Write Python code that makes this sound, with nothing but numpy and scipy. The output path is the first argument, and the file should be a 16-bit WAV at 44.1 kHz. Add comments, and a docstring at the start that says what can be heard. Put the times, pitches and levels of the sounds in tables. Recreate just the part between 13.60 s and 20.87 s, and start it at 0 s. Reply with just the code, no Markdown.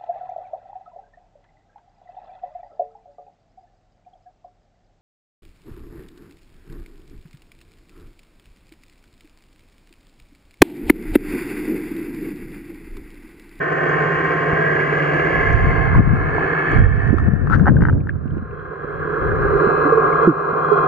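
"""Underwater camera rising from a reef

A camera in a watertight case rises to the sea surface. A boat engine throbs and whines through the
water, and its roar rings in the case at pitches that shift with depth. Water buffets the moving case,
shrimp crackle on the reef, the case creaks and squeaks on the way up, and bubbles glug near the top.
Hard slaps of water make the camera turn its volume down; the drone then swells back."""
import sys
import numpy as np
from scipy import signal
from scipy.fft import rfft, irfft
from scipy.io import wavfile
from scipy.ndimage import uniform_filter1d, minimum_filter1d

SR = 44100
rng = np.random.default_rng(int(sys.argv[2]) if len(sys.argv) > 2 else 0)


def put_to_file(sound):
    """Save the sound as 16-bit audio at rate SR, in the file named by the first command-line argument."""
    columns = np.atleast_2d(sound).T  # one column per channel
    safe = np.clip(columns, -1, 1)
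    whole_steps = np.round(safe * 32767)
    wavfile.write(sys.argv[1], SR, whole_steps.astype(np.int16))


N = 320721
TIME = np.arange(N) / SR
FREQS = np.maximum(np.arange(N // 2 + 1) * SR / N, 1)
ENGINE_TURN_HZ = 40.87
STRAIN_OCTAVES_PER_S = 2.2   # creaks and squeaks rise in pitch as the strain grows

# In the tables, pan_db is left minus right, and lead_rad is how far the left wave runs ahead.
# The way up: time_s, stage (0 at the reef, 1 rising, 2 at the surface)
ASCENT_STAGE = [(0, 0), (1.75, 0.26), (2.35, 1.25), (2.5, 1.25), (3.6, 1.16), (4.4, 2), (5.0, 2), (5.6, 2),
                (6.0, 2), (7.27, 2)]
# Loudness of the engine's roar and tones: time_s, level_db
ENGINE_LOUDNESS = [(0, -23.5), (0.28, -20), (1.3, -20.5), (1.75, -19.5), (2.3, -22), (3.1, -21.5),
                   (4.1, -21), (4.45, -28), (5.0, -26), (5.75, -24), (6.05, -17.5), (6.55, -16),
                   (7.27, -14.5)]
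# Tone of the roar: time_s, bass_db, upper_middle_db, treble_db
ROAR_TONE = [(0, -3, -1.5, -3), (0.8, -3.5, 2, -1), (1.4, -2, -0.5, 1), (2.15, -3.5, 5, 1),
             (2.6, -2.5, -2, -1.5), (3.1, 0, 5.5, 4), (3.75, -3, 8, -1.5), (4.65, -1, -1, 3.5),
             (5.75, 2.5, 2.5, 2), (6.1, -1.5, -8, 0.5), (7.2, -6.5, -16, -5.5)]
# Where the case rings at each stage: pitch_hz, width_hz, left_db, right_db, lead_rad
REEF_RESONANCES = [(114, 580, -43, -45, -1.5), (308, 150, -33, -31, 0), (409.4, 235, -25, -19.5, 0.3),
                   (490, 350, -50.5, -31.5, 2), (748, 150, -31, -45, 0.65), (1157, 720, -36, -34, -1.5),
                   (1192, 520, -33, -48, -1.5), (1700, 600, -40, -35, 0.2), (2200, 440, -37.5, -37, 0.7),
                   (2743, 580, -45.5, -46.5, 1.3), (4620, 1400, -70.5, -68, 1.0),
                   (6200, 3560, -74.5, -80.5, 1.24), (6750, 600, -70.5, -76.5, 1),
                   (11893, 1235, -91, -105.6, 9)]
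RISING_RESONANCES = [(302.5, 120, -28, -25, 0.3), (424, 160, -27, -23, 0.056), (760, 110, -28.5, -41, 0.94),
                     (744, 540, -46, -32.5, 2.1), (1180, 770, -32.5, -37.5, -1.66),
                     (2567, 350, -49.5, -43.5, 1.6), (2990, 300, -52, -58, 1.3), (4450, 410, -64, -65, 1.4),
                     (6850, 660, -83.5, -81, 0.97), (8289, 4200, -95, -95, -2)]
SURFACE_RESONANCES = [(94, 430, -46, -44.5, 1), (350, 234, -33.5, -29, 0), (417.6, 143, -25, -18, 0.56),
                      (500, 176, -49.5, -24, 4.5), (747, 120, -33, -38.5, 1.1),
                      (1176, 220, -24, -38.5, -2.5), (1104, 507, -31, -32, -1.6),
                      (1405, 407, -31.5, -26, -1), (1627, 220, -33, -31.5, -0.34),
                      (2063, 220, -46, -51, -1.7), (2300, 830, -60, -67, -0.5), (2880, 320, -66.5, -68, 1),
                      (4030, 410, -89, -68, 0), (5100, 5700, -86.5, -89, 1.7),
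                      (12700, 4900, -101.5, -99, 3)]
# Two more resonances that climb as the pressure eases: time_s, lower_hz, lower_db, upper_hz, upper_db
RING_CLIMB = [(0, 1531, -5.5, 1790, -5), (0.7, 1570, -7, 1860, -10.5), (1.15, 1635, -2, 1950, -8),
              (1.5, 1647, -6, 2010, -14), (1.8, 1700, -3, 2050, -8.5), (2.2, 1692, -7.5, 2090, -11.5),
              (2.75, 1708, -5, 2140, -13.5), (3.14, 1739, -1, 2190, -12.5), (3.7, 1767, -1.5, 2200, -19),
              (4.5, 1772, -19.5, 2200, -36), (5.2, 1760, -49, 2200, -62)]
# The same two, lower first: width_hz, pan_db, lead_rad
RING_SHAPES = [(220, -1.5, -1.39), (286, -3, 0.73)]
# Tones of the shaft: multiple (of the turning rate), left_db, right_db, lead_rad, surface_change_db
SHAFT_TONES = [(15, -22, -23, 2.5, -8), (16, -9, -12.5, 2.5, -13), (17, -11.5, -30, 3.5, -9.5),
               (25, -26.5, -24, 0.3, -3), (26, -14, -18, 0.36, 1), (27, -26.5, -26, 0.5, 4.5),
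               (28, -19, -25.5, -2.5, -4.5), (29, -22, -25.5, -0.5, -1.5), (62.55, -41, -49.5, 1, 0.5)]
# Base pitch of the whine: time_s, pitch_hz
WHINE_BASE = [(0, 811), (2, 811.5), (3.1, 815), (5, 817), (6, 819), (7.27, 818.5)]
# Its overtones: multiple, reef_db, surface_db, pan_db
WHINE_OVERTONES = [(2, -15, -14, -3.5), (3, -44, -36.5, -12.5), (4, -37.5, -55.5, -4),
                   (5, -51.5, -48.5, -6), (6, -64.5, -67.5, 8), (8, -54.5, -67, 2), (11, -70, -86.5, -1)]
# One overtone swells or fades for a moment: middle_s, multiple, change_db, half_length_s
OVERTONE_SWELLS = [(1.452, 11, 10, .55), (1.703, 2, 0.5, .5), (2.15, 5, -6, 0.35), (2.611, 4, -8, 0.18),
                   (2.94, 2, 5, 0.36), (3.149, 4, 10, 0.25), (3.798, 4, -10, 0.16), (4.75, 5, 5, 0.3),
                   (4.98, 4, 10.5, 0.1), (5.4, 4, 17, 0.47), (6.103, 5, 7.5, 0.24), (6.421, 5, -7, 0.073),
                   (6.603, 4, 13.5, 0.12), (7.102, 2, -11, 0.37), (7.166, 4, 14, 0.19)]
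# Low tones of the throb: pitch_hz, left_db, right_db, lead_rad
THROB_TONES = [(147.3, -11, -8.5, -0.5), (164.1, -13, -10.5, -0.2), (156.3, -21, -18.5, 0)]
# Loudness of the throb and its rumble: time_s, level_db
THROB_LOUDNESS = [(0, -25.5), (0.3, -20.7), (1.8, -19), (3, -22), (4.5, -27.5), (5.4, -25.5), (5.9, -22.5),
                  (6.5, -22.5), (7.27, -23.5)]
# Water flow in three moves (a turn, the climb, a drift), one list each: time_s, flow_db, pan_db
CAMERA_MOVES = [
    [(1.45, -51, -3), (1.95, -24, -7), (2.09, -23.5, 6), (2.2, -27, -23.5), (2.42, -16, 6.5),
     (2.55, -16.5, 4.5), (2.95, -45.5, -3)],
    [(3.04, -49.5, 17), (3.2, -13.5, -6), (3.4, -16, -8.5), (3.58, -8.5, -16), (3.68, -6, 10.5),
     (3.88, -6, 6), (4.03, -0.5, 3.5), (4.15, 3.5, 5), (4.33, 0.5, -1.5), (4.56, -10, -6),
     (4.75, -11.5, -5), (4.88, -25.5, 3), (5.12, -36, -2)],
    [(5.15, -45, 1), (5.4, -34, 17), (5.56, -45, 9), (5.66, -30.5, 25), (5.85, -29, 22.5), (6.05, -41, -1),
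     (6.5, -48.5, 6)],
]
# How strong the swirling water is at each pitch: pitch_hz, level_db
SWIRL_SPECTRUM = [(12, -39.5), (20, -13.5), (48, -5.5), (102, 0.5), (150, -5), (330, -21.5), (430, -39),
                  (730, -120)]
# Extra deep bass in the swirls: time_s, boost_db
SWIRL_BASS = [(0, 0), (1.3, -3), (1.9, 9), (2.7, 4.5), (3.3, 13.5), (3.55, 2.5), (4.7, -1.5), (5.8, 6),
              (7.27, 1.5)]
# Water slapping the case: start_s, level_db, pitch_hz, pan_db, half_cycles_to_peak
WATER_SLAPS = [(0.931, -12.5, 135, -4, 0.51), (1.915, -8.5, 85, -10, 0.73), (1.944, -2.5, 90, -17, 0.6),
               (2.069, -6, 110, 9, 0.58), (2.38, -8, 170, 15.5, 1.6), (2.395, 5, 135, 4.5, 0.7),
               (2.405, 1, 240, 18, 0.67), (2.474, -2.5, 161, 13, 0.77), (2.506, -4.5, 130, 15, 1.4),
               (2.533, -2.5, 191, 18, 0.84), (3.16, -3, 108, -17, 0.55), (3.185, 3.5, 77, -12, 0.36),
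               (3.241, 0.5, 90, -7, 0.47), (3.261, 6, 60, -19.5, 0.58), (3.505, 9, 125, -18, 0.48),
               (3.529, 10.5, 225, -23, 0.97), (3.54, 5, 330, -15, 1.4), (3.683, 11, 162, 22, 1.02),
               (3.735, 15.2, 138, 22, 0.58), (4.01, 13.5, 165, 20, 1.67), (4.026, 9, 185, 13, 1.7),
               (4.089, 12.5, 194, 19, 0.95), (4.102, 11, 175, 14, 0.85), (4.118, 17, 160, 20, 0.78),
               (4.158, 12.5, 150, 13, 0.93), (4.185, 15.5, 133, 10, 0.8), (4.204, 10, 170, 6, 0.54),
               (4.226, 21, 125, -3.5, 0.54), (4.324, 11.5, 109, 3.5, 1.1), (4.557, 3.5, 110, -19, 0.6),
               (4.655, 1, 232, -17, 1.34), (4.719, -9, 135, -8, 0.84), (4.769, 0.5, 270, -16, 0.99),
               (4.821, -7, 219, -9, 1.6), (5.245, -12, 240, -3, 0.34), (6.071, -9.5, 202, -4.5, 0.79),
               (6.93, -16.5, 205, -3.5, 0.7)]
# Creaks, each one slip or a run: start_s, slip_count, spacing_s, level_db, pitch_hz, pan_db, grit_db
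CASE_CREAKS = [(2.349, 1, 0, -4.5, 950, -6.5, -28), (2.782, 1, 0, -8, 861, -13, -38),
               (3.583, 1, 0, 3, 1334, 20, -19.5), (3.598, 1, 0, -3.5, 1297, 6, -18),
               (3.871, 1, 0, 3.5, 1370, 11, -26), (3.899, 2, 0.0091, 5, 1340, 20, -21),
               (3.917, 13, 0.0036, 1.5, 1535, 8, -16), (3.996, 1, 0, -5, 1540, 2, -13),
               (4.057, 1, 0, 5, 1430, 1, -26), (4.067, 4, 0.0062, 8, 1566, 1, -33),
               (4.067, 5, 0.0049, 7, 863, -5, -28), (4.094, 1, 0, 4.5, 1620, 5, -27),
               (4.207, 1, 0, 5.5, 1485, 12, -31), (4.221, 2, 0.014, 11.5, 1575, 1.5, -23.5),
               (4.252, 1, 0, 13.5, 1570, 6, -26), (4.263, 3, .005, 4, 1570, -2, -30),
               (4.285, 1, 0, 12, 1480, 5, -39.5), (4.296, 1, 0, 10, 1560, -1, -39),
               (4.327, 1, 0, -3, 1460, 7, -24), (4.47, 1, 0, -3.5, 1500, 2, -26),
               (4.493, 1, 0, -10, 1620, 0, -28)]
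# Tones that ring after a slip: multiple (of its pitch), level_db, fade_s (time to drop 60 dB)
SLIP_TONES = [(0.599, -5, 0.012), (.85, -4.5, .018), (1.0, 1.5, 0.014), (1.17, -11, .018),
              (1.9, -34, 0.019)]
# Squeaks of the case: start_s, length_s, level_db, pitch_hz, pan_db
CASE_SQUEAKS = [(3.911, 0.042, 1, 1384, 18), (4.066, .027, -0.5, 800, 2), (4.165, 0.009, -2, 1600, 3),
                (4.492, 0.0056, 0.5, 1630, 2)]
# Bubbles: start_s, level_db, pitch_hz, glide_octaves_per_s, length_s, pan_db
AIR_BUBBLES = [(0.492, -20, 396, 0.5, 0.042, -6), (1.545, -14, 380, -15, 0.033, -5),
               (5.952, -14, 398, 10.5, 0.048, -10), (6.036, -11, 424, -8, 0.046, -7),
               (6.096, -20.5, 742, -5, 0.034, -1), (6.136, -18, 407.3, 1, 0.1, -7),
               (6.25, -13.5, 295.5, 0, 0.067, -4.5), (6.277, -17.5, 372, 12, 0.05, -3),
               (6.32, -3.5, 483, -9, 0.027, -8), (6.347, -13.5, 433, 2, 0.053, -10.5),
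               (6.371, -6.5, 428, -0.5, 0.034, -7), (6.47, -13, 375, 8, 0.0084, -6),
               (6.522, -25, 2160, 1, 0.017, -4), (6.626, -6, 446, 0.5, 0.024, -7),
               (6.67, -1.5, 207.3, -14.5, 0.06, -4), (6.673, 4.5, 380, -10.5, 0.052, -3.5),
               (7.114, -2.5, 422, -0.5, 0.05, -16)]
# Sharp ticks (shrimp on the reef, small clicks of the creaking case, tiny bubbles higher up):
# start_s, peak_db, pitch_hz
SHARP_TICKS = [(0.293, -43, 6500), (0.72, -44, 4800), (1.651, -53, 6000), (1.928, -42, 6000),
               (3.117, -41.5, 6600), (3.17, -46, 8000), (3.985, -33.5, 6500), (4.308, -21, 2300),
               (4.404, -19, 2440), (4.411, -26, 2400), (4.488, -21, 2250), (4.503, -22.5, 2250),
               (4.679, -29.5, 2600), (4.707, -36, 2980), (4.781, -29, 2730), (4.91, -32, 2480),
               (4.997, -42, 3230), (5.813, -52, 5500), (6.096, -50, 6540), (6.637, -48, 6200)]


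def engine_roar(stage, flutter_db=1.07, band_edges_hz=(650, 1450, 1950)):
    """Fluttering engine and propeller noise rings in the case, blending from one depth to the next."""
    roar = 0
    for k, resonances in enumerate((REEF_RESONANCES, RISING_RESONANCES, SURFACE_RESONANCES)):
        share = np.clip(1 - abs(stage - k), 0, 1)
        roar = roar + case_ringing(resonances) * np.sqrt(share)
    bass, upper_middle, treble = from_db(in_time(ROAR_TONE))
    spectrum = rfft(roar)
    above = [irfft(spectrum / (1 + (hz / FREQS) ** 20), N) for hz in band_edges_hz]
    roar = (bass * (roar - above[0]) + (above[0] - above[1])
            + upper_middle * (above[1] - above[2]) + treble * above[2])
    return roar * from_db(flutter_db * drift(56))


def case_ringing(resonances, lift_share=0.48):
    """The case picks out bands of engine noise; each has its own level and timing left and right."""
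    spectrum = np.zeros((2, len(FREQS)), complex)
    for hz, width_hz, left_db, right_db, lead in resonances:
        off_pitch = (FREQS ** 2 - hz ** 2) / (FREQS * width_hz)
        ringing = rng.standard_normal(2 * len(FREQS)).view(complex) / (1 + off_pitch ** 2) ** 1.5
        spectrum[0] += ringing * from_db(left_db) * np.exp(1j * lead)
        spectrum[1] += ringing * from_db(right_db)
    # a gentle overall scaling of the noise, slightly stronger at the very lowest pitches
    low_lift = np.sqrt(1 - lift_share ** 2) / (1 - lift_share * np.exp(-2 * np.pi * FREQS / ENGINE_TURN_HZ))
    return irfft(spectrum * low_lift, N) * np.sqrt(SR * N) / 2


def climbing_rings(tone_db=-11, tone_hz=42 * ENGINE_TURN_HZ):
    """The roar rings at two climbing pitches; a shaft tone swells as the lower one passes it."""
    out = 0
    lower_hz, lower_db, upper_hz, upper_db = in_time(RING_CLIMB)
    paths = [(lower_hz, lower_db), (upper_hz, upper_db)]
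    for (width_hz, pan_db, lead), (hz, db) in zip(RING_SHAPES, paths):
        band = (1 + (2 * np.fft.fftfreq(N, 1 / SR) / width_hz) ** 2) ** -1.5
        wobble = np.fft.ifft(rng.standard_normal(2 * N).view(complex) * band)
        ring = wobble / wobble.std() * np.exp(1j * phase_of(hz))
        out = out + panned(np.real([ring * np.exp(1j * lead), ring]) * from_db(db), pan_db)
    lower_width_hz = RING_SHAPES[0][0]
    nearness = 1 / (1 + (2 * (tone_hz - lower_hz) / lower_width_hz) ** 2)
    shaft_tone = from_db(lower_db + tone_db) * nearness * np.sin(2 * np.pi * tone_hz * TIME)
    return np.sqrt(2) * (out + shaft_tone)


def shaft_hum(surface, waver_db=4.0, wander_hz=0.05):
    """The turning shaft hums in tones that wander in pitch together."""
    shaft_angle = phase_of(ENGINE_TURN_HZ + wander_hz * drift(5.54))
    out = np.zeros((2, N))
    for multiple, left_db, right_db, lead, change_db in SHAFT_TONES:
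        gain = from_db(change_db * surface + waver_db * drift(1.3))
        out += gain * stereo_tone(round(multiple) * shaft_angle, left_db, right_db, lead)
    return out


def engine_whine(surface, jitter_hz=2.49, waver_db=2.0):
    """A fast-turning part sings in unsteady overtones."""
    phase = phase_of(in_time(WHINE_BASE)[0] + jitter_hz * drift(32))
    out = 0
    for multiple, reef_db, surface_db, pan_db in WHINE_OVERTONES:
        depth_db = reef_db + (surface_db - reef_db) * surface
        swell_db = sum(db * np.exp(-((TIME - middle_s) / half_s) ** 2)
                       for middle_s, which, db, half_s in OVERTONE_SWELLS if which == multiple)
        gain = from_db(depth_db + swell_db + waver_db * drift(34))
        out = out + panned(gain * np.sin(multiple * phase), pan_db)
    return np.sqrt(2) * out


def engine_throb(waver_db=1.84, wander_hz=0.4):
    """Close low tones slide in and out of step, which makes an even throb."""
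    out, wander = 0, wander_hz * drift(5.9)
    for hz, left_db, right_db, lead in THROB_TONES:
        tone = stereo_tone(phase_of(hz + wander), left_db, right_db, lead)
        out = out + from_db(waver_db * drift(2.7)) * tone
    return out


def engine_rumble(level_db=-17.5, band_hz=(45, 270), pan_db=-2):
    """Rough low noise around the throb, alike on both sides."""
    rumble = unit_level(filtered(rng.standard_normal(N), band_hz, "band", order=3))
    return panned(rumble * from_db(level_db), pan_db)


def water_flow(calm_db=-58.0, calm_pan_db=-1.0):
    """How hard the water flows and on which side: calm, except while the camera moves."""
    flow_db, pan_db = np.full(N, calm_db), np.full(N, calm_pan_db)
    for move in CAMERA_MOVES:
        during = (TIME >= move[0][0]) & (TIME <= move[-1][0])
        flow_db, pan_db = np.where(during, in_time(move), [flow_db, pan_db])
    return uniform_filter1d([flow_db, pan_db], size=900)


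def buffeting(flow_db, pan_db, boost_db=3.5, lump_db=2.5, sway_db=1.5, deep_hz=75):
    """Swirls of water push on each side of the case; fast flow adds a wake of smaller, higher ones."""
    hz, db = np.transpose(SWIRL_SPECTRUM)
    shape = from_db(np.interp(np.log(FREQS), np.log(hz), db))
    shape = shape / (1 + (FREQS / 300) ** 4) / (1 + (17 / FREQS) ** 2)   # soften both ends
    swirls = evened(irfft(rfft(stereo_noise(N)) * shape, N))
    deep_bass = irfft(rfft(swirls) / (1 + (FREQS / deep_hz) ** 4), N)
    swirls = swirls + deep_bass * (from_db(in_time(SWIRL_BASS)[0]) - 1)
    wake = filtered(stereo_noise(N), 285, "low", order=3)
    wake = unit_level(filtered(wake, 210, "high"))
    wake = wake * from_db(-17 + 0.35 * (flow_db + 24.5))
    gain = from_db(flow_db + boost_db + lump_db * drift(32))
    return panned((swirls + wake) * gain, pan_db + sway_db * drift(15))


def slaps(churn_db=-24, churn_hz=(250, 700), click_db=-46, click_s=0.0013):
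    """Water hits the case with pressure swings and churn; the overloaded recorder adds a faint click."""
    out, t = np.zeros((2, N)), TIME[:SR // 10]
    for start_s, db, hz, pan_db, half_cycles in WATER_SLAPS:
        churn = from_db(churn_db) * unit_level(filtered(stereo_noise(len(t)), churn_hz, "band", order=3))
        push = (np.sin(2 * np.pi * hz * t) + churn) * rise_and_fall(t, half_cycles / (2 * hz))
        overload_click = filtered(stereo_noise(len(t)), 2500, "low", order=1) * rise_and_fall(t, click_s)
        add(out, start_s, panned(from_db(db) * (push + from_db(click_db) * overload_click), pan_db))
    return out


def creaks(scatter_db=3.5, grit_s=0.0027, grit_hz=(700, 3000), onset_s=0.001):
    """The case sticks and slips; each slip rasps and rings briefly, damped by the water."""
    out, t = np.zeros((2, N)), TIME[:SR // 20]
    for start_s, db, hz, pan_db, grit_db in slips():
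        rasp = unit_level(filtered(stereo_noise(len(t)), grit_hz, "band", order=1))
        slip = from_db(grit_db) * rasp * np.exp(-t / grit_s) / 2
        for multiple, tone_db, fade_s in SLIP_TONES:
            strength = from_db(tone_db + scatter_db * stereo_noise(1))
            tone = np.sin(2 * np.pi * hz * multiple * t + rng.uniform(0, 2 * np.pi))
            slip = slip + strength * tone * from_db(-60 * t / fade_s)
        slip = filtered(slip * (1 - np.exp(-(t / onset_s) ** 2)), 4500, "low")
        add(out, start_s, panned(from_db(db) * slip, pan_db))
    return out


def slips(edge_db=-7.5, jitter_share=0.036):
    """Split each creak into nearly even slips that swell, rise in pitch and die away."""
    for start_s, count, spacing_s, db, hz, pan_db, grit_db in CASE_CREAKS:
        for k in range(count):
            from_middle = k - (count - 1) / 2
            slip_s = start_s + spacing_s * (k + jitter_share * rng.standard_normal())
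            slip_db = db + edge_db * (2 * from_middle / count) ** 2
            slip_hz = hz * 2 ** (STRAIN_OCTAVES_PER_S * from_middle * spacing_s)
            yield slip_s, slip_db, slip_hz, pan_db, grit_db


def squeaks(rough_db=2.0, rough_hz=170, waver_hz=60, overtone_db=-38):
    """Slips lock onto a resonance of the case: a short rough tone that rises with the strain."""
    out = np.zeros((2, N))
    shudder, waver = drift(rough_hz), drift(rough_hz)
    for start_s, length_s, db, hz, pan_db in CASE_SQUEAKS:
        progress = np.clip((TIME - start_s) / length_s, 0, 1)
        octaves = STRAIN_OCTAVES_PER_S * length_s * (progress - 0.5)
        phase = phase_of(hz * 2 ** octaves + waver_hz * waver)
        tone = np.sin(phase) + from_db(overtone_db) * np.sin(2 * phase)
        out += panned(tone * np.sin(np.pi * progress) * from_db(db + rough_db * shudder), pan_db)
    return out


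def bubbles(swell_s=0.0042, tick_db=-49, tick_s=0.005):
    """Pockets of air pinch off with a faint tick and ring, gliding in pitch as they change shape."""
    out, t = np.zeros((2, N)), TIME[:SR // 8]
    for start_s, db, hz, glide, length_s, pan_db in AIR_BUBBLES:
        loudness = (1 - np.exp(-(t / swell_s) ** 2)) * np.exp(-np.pi * (t / length_s) ** 2)
        tone = np.sin(phase_of(hz * 2 ** (glide * t)))
        tick = filtered(stereo_noise(len(t)), 6000, "low") * rise_and_fall(t, tick_s)
        add(out, start_s, panned(from_db(db) * (loudness * tone + from_db(tick_db) * tick), pan_db))
    return out


def ticks(decay_s=0.0017, band_ratio=1.1):
    """Shrimp, the creaking case and tiny bubbles tick; each tick is a noise burst that dies at once."""
    out, t = np.zeros((2, N)), TIME[:SR // 30]
    for start_s, db, hz in SHARP_TICKS:
        burst = stereo_noise(len(t)) * np.exp(-t / decay_s)
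        burst = filtered(burst, [hz / band_ratio, hz * band_ratio], "band")
        add(out, start_s, from_db(db) * burst / abs(burst).max())
    return out


def fizz(flow_db, surface, shrimp_db=-72, surface_change_db=-28):
    """Shrimp crackle and tiny bubbles tick in the rushing water; both fade towards the surface."""
    tiny_bubbles = crackle(per_s=1800, spread_db=3.5, low_hz=2300, top_hz=10000)
    bubble_db = np.minimum(flow_db, -12) - 46 + 2.5 * drift(25)   # follows the flow, up to a limit
    shrimp = crackle(per_s=300, spread_db=4.5, low_hz=4500, top_hz=6200) * from_db(shrimp_db)
    return (tiny_bubbles * from_db(bubble_db) + shrimp) * from_db(surface_change_db * surface)


def crackle(per_s, spread_db, low_hz, top_hz):
    """Random clicks of very uneven size."""
    happens = rng.random((2, N)) < per_s / SR
    clicks = happens * stereo_noise(N) * from_db(spread_db * np.minimum(rng.exponential(1, N), 4))
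    return unit_level(filtered(filtered(clicks + 1e-18, low_hz, "high"), top_hz, "low"))


def volume_control(x, limit_db=-0.3, recovery_db_per_s=17, attack_s=0.0027):
    """The camera turns everything down just ahead of each too-loud peak, then creeps back up."""
    peak_db = 20 * np.log10(abs(x).max(axis=0) + 1e-9)
    over_db = np.maximum(peak_db - limit_db, 0)
    recovery_db = recovery_db_per_s * TIME
    gain_db = recovery_db - np.maximum.accumulate(over_db + recovery_db)
    attack = int(attack_s * SR)
    return x * from_db(uniform_filter1d(minimum_filter1d(gain_db, attack), attack))


def from_db(db):
    """Turn decibels into a number to multiply by."""
    return 10 ** (np.asarray(db) / 20)


def unit_level(x):
    """Scale a signal to an average (rms) level of 1."""
    return x / np.sqrt(np.mean(x ** 2) + 1e-20)


def evened(x, span_s=0.023):
    """Take the slow chance swells out of a noise."""
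    return x / np.sqrt(uniform_filter1d(x ** 2, int(span_s * SR)) + 1e-12)


def in_time(rows):
    """Join a table's points with straight lines: one curve for each column after the time."""
    times, *columns = np.transpose(rows)
    return [np.interp(TIME, times, column) for column in columns]


def drift(rate_hz):
    """A random wobble of size about 1, mostly slower than rate_hz."""
    return unit_level(irfft(rfft(rng.standard_normal(N)) / (1 + (FREQS / rate_hz) ** 2), N))


def rise_and_fall(t, peak_s):
    """Climb to 1 at peak_s, then die away."""
    return t / peak_s * np.exp(1 - t / peak_s)


def phase_of(hz):
    """The running angle of a wave whose pitch changes."""
    return 2 * np.pi * np.cumsum(hz) / SR


def stereo_tone(phase, left_db, right_db, lead):
    """A pure tone with its own level on each side and the left wave shifted by lead."""
    left, right = from_db(left_db) * np.sin(phase + lead), from_db(right_db) * np.sin(phase)
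    return np.sqrt(2) * np.array([left, right])


def stereo_noise(samples):
    """Separate white noise for left and right."""
    return rng.standard_normal((2, samples))


def panned(x, pan_db):
    """Share a sound between left and right, keeping its total power."""
    sides = np.array([from_db(pan_db / 2), from_db(-pan_db / 2)]).reshape(2, -1)
    return x * sides / np.sqrt(np.mean(sides ** 2, axis=0))


def filtered(x, hz, kind, order=2):
    """Keep the lows, the highs or a band; a higher order cuts more sharply."""
    return signal.sosfilt(signal.butter(order, hz, kind, fs=SR, output="sos"), x)


def add(out, start_s, sound):
    """Mix in a short stereo sound at start_s."""
    at = max(int(start_s * SR), 0)
    out[:, at:at + sound.shape[1]] += sound[:, :N - at]


def scene():
    """Mix the boat's drone with the nearby sounds of the water and the case."""
    engine_db, = in_time(ENGINE_LOUDNESS)
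    throb_db, = in_time(THROB_LOUDNESS)
    stage, = in_time(ASCENT_STAGE)
    surface = np.clip(stage - 1, 0, 1)   # 0 low down, 1 at the surface
    flow_db, pan_db = water_flow()
    engine = engine_roar(stage) + climbing_rings() + shaft_hum(surface) + engine_whine(surface)
    boat = from_db(engine_db) * engine + from_db(throb_db) * (engine_throb() + engine_rumble())
    nearby = buffeting(flow_db, pan_db) + fizz(flow_db, surface) + ticks() + slaps() + bubbles()
    return boat + nearby + creaks() + squeaks()


def record(dry, hiss_db=-102, cutoff_hz=15800, fade_in_s=0.005):
    """The camera dips its volume at hard slaps, adds faint hiss, clips peaks and cuts the top treble."""
    out = np.clip(volume_control(dry) + from_db(hiss_db) * stereo_noise(N), -1, 1)
    fade_in = np.minimum(TIME / fade_in_s, 1)
    treble_cut = signal.cheby2(12, 70, cutoff_hz, fs=SR, output="sos")
    return signal.sosfilt(treble_cut, out * fade_in)


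dry = scene()
out = record(dry)
put_to_file(out)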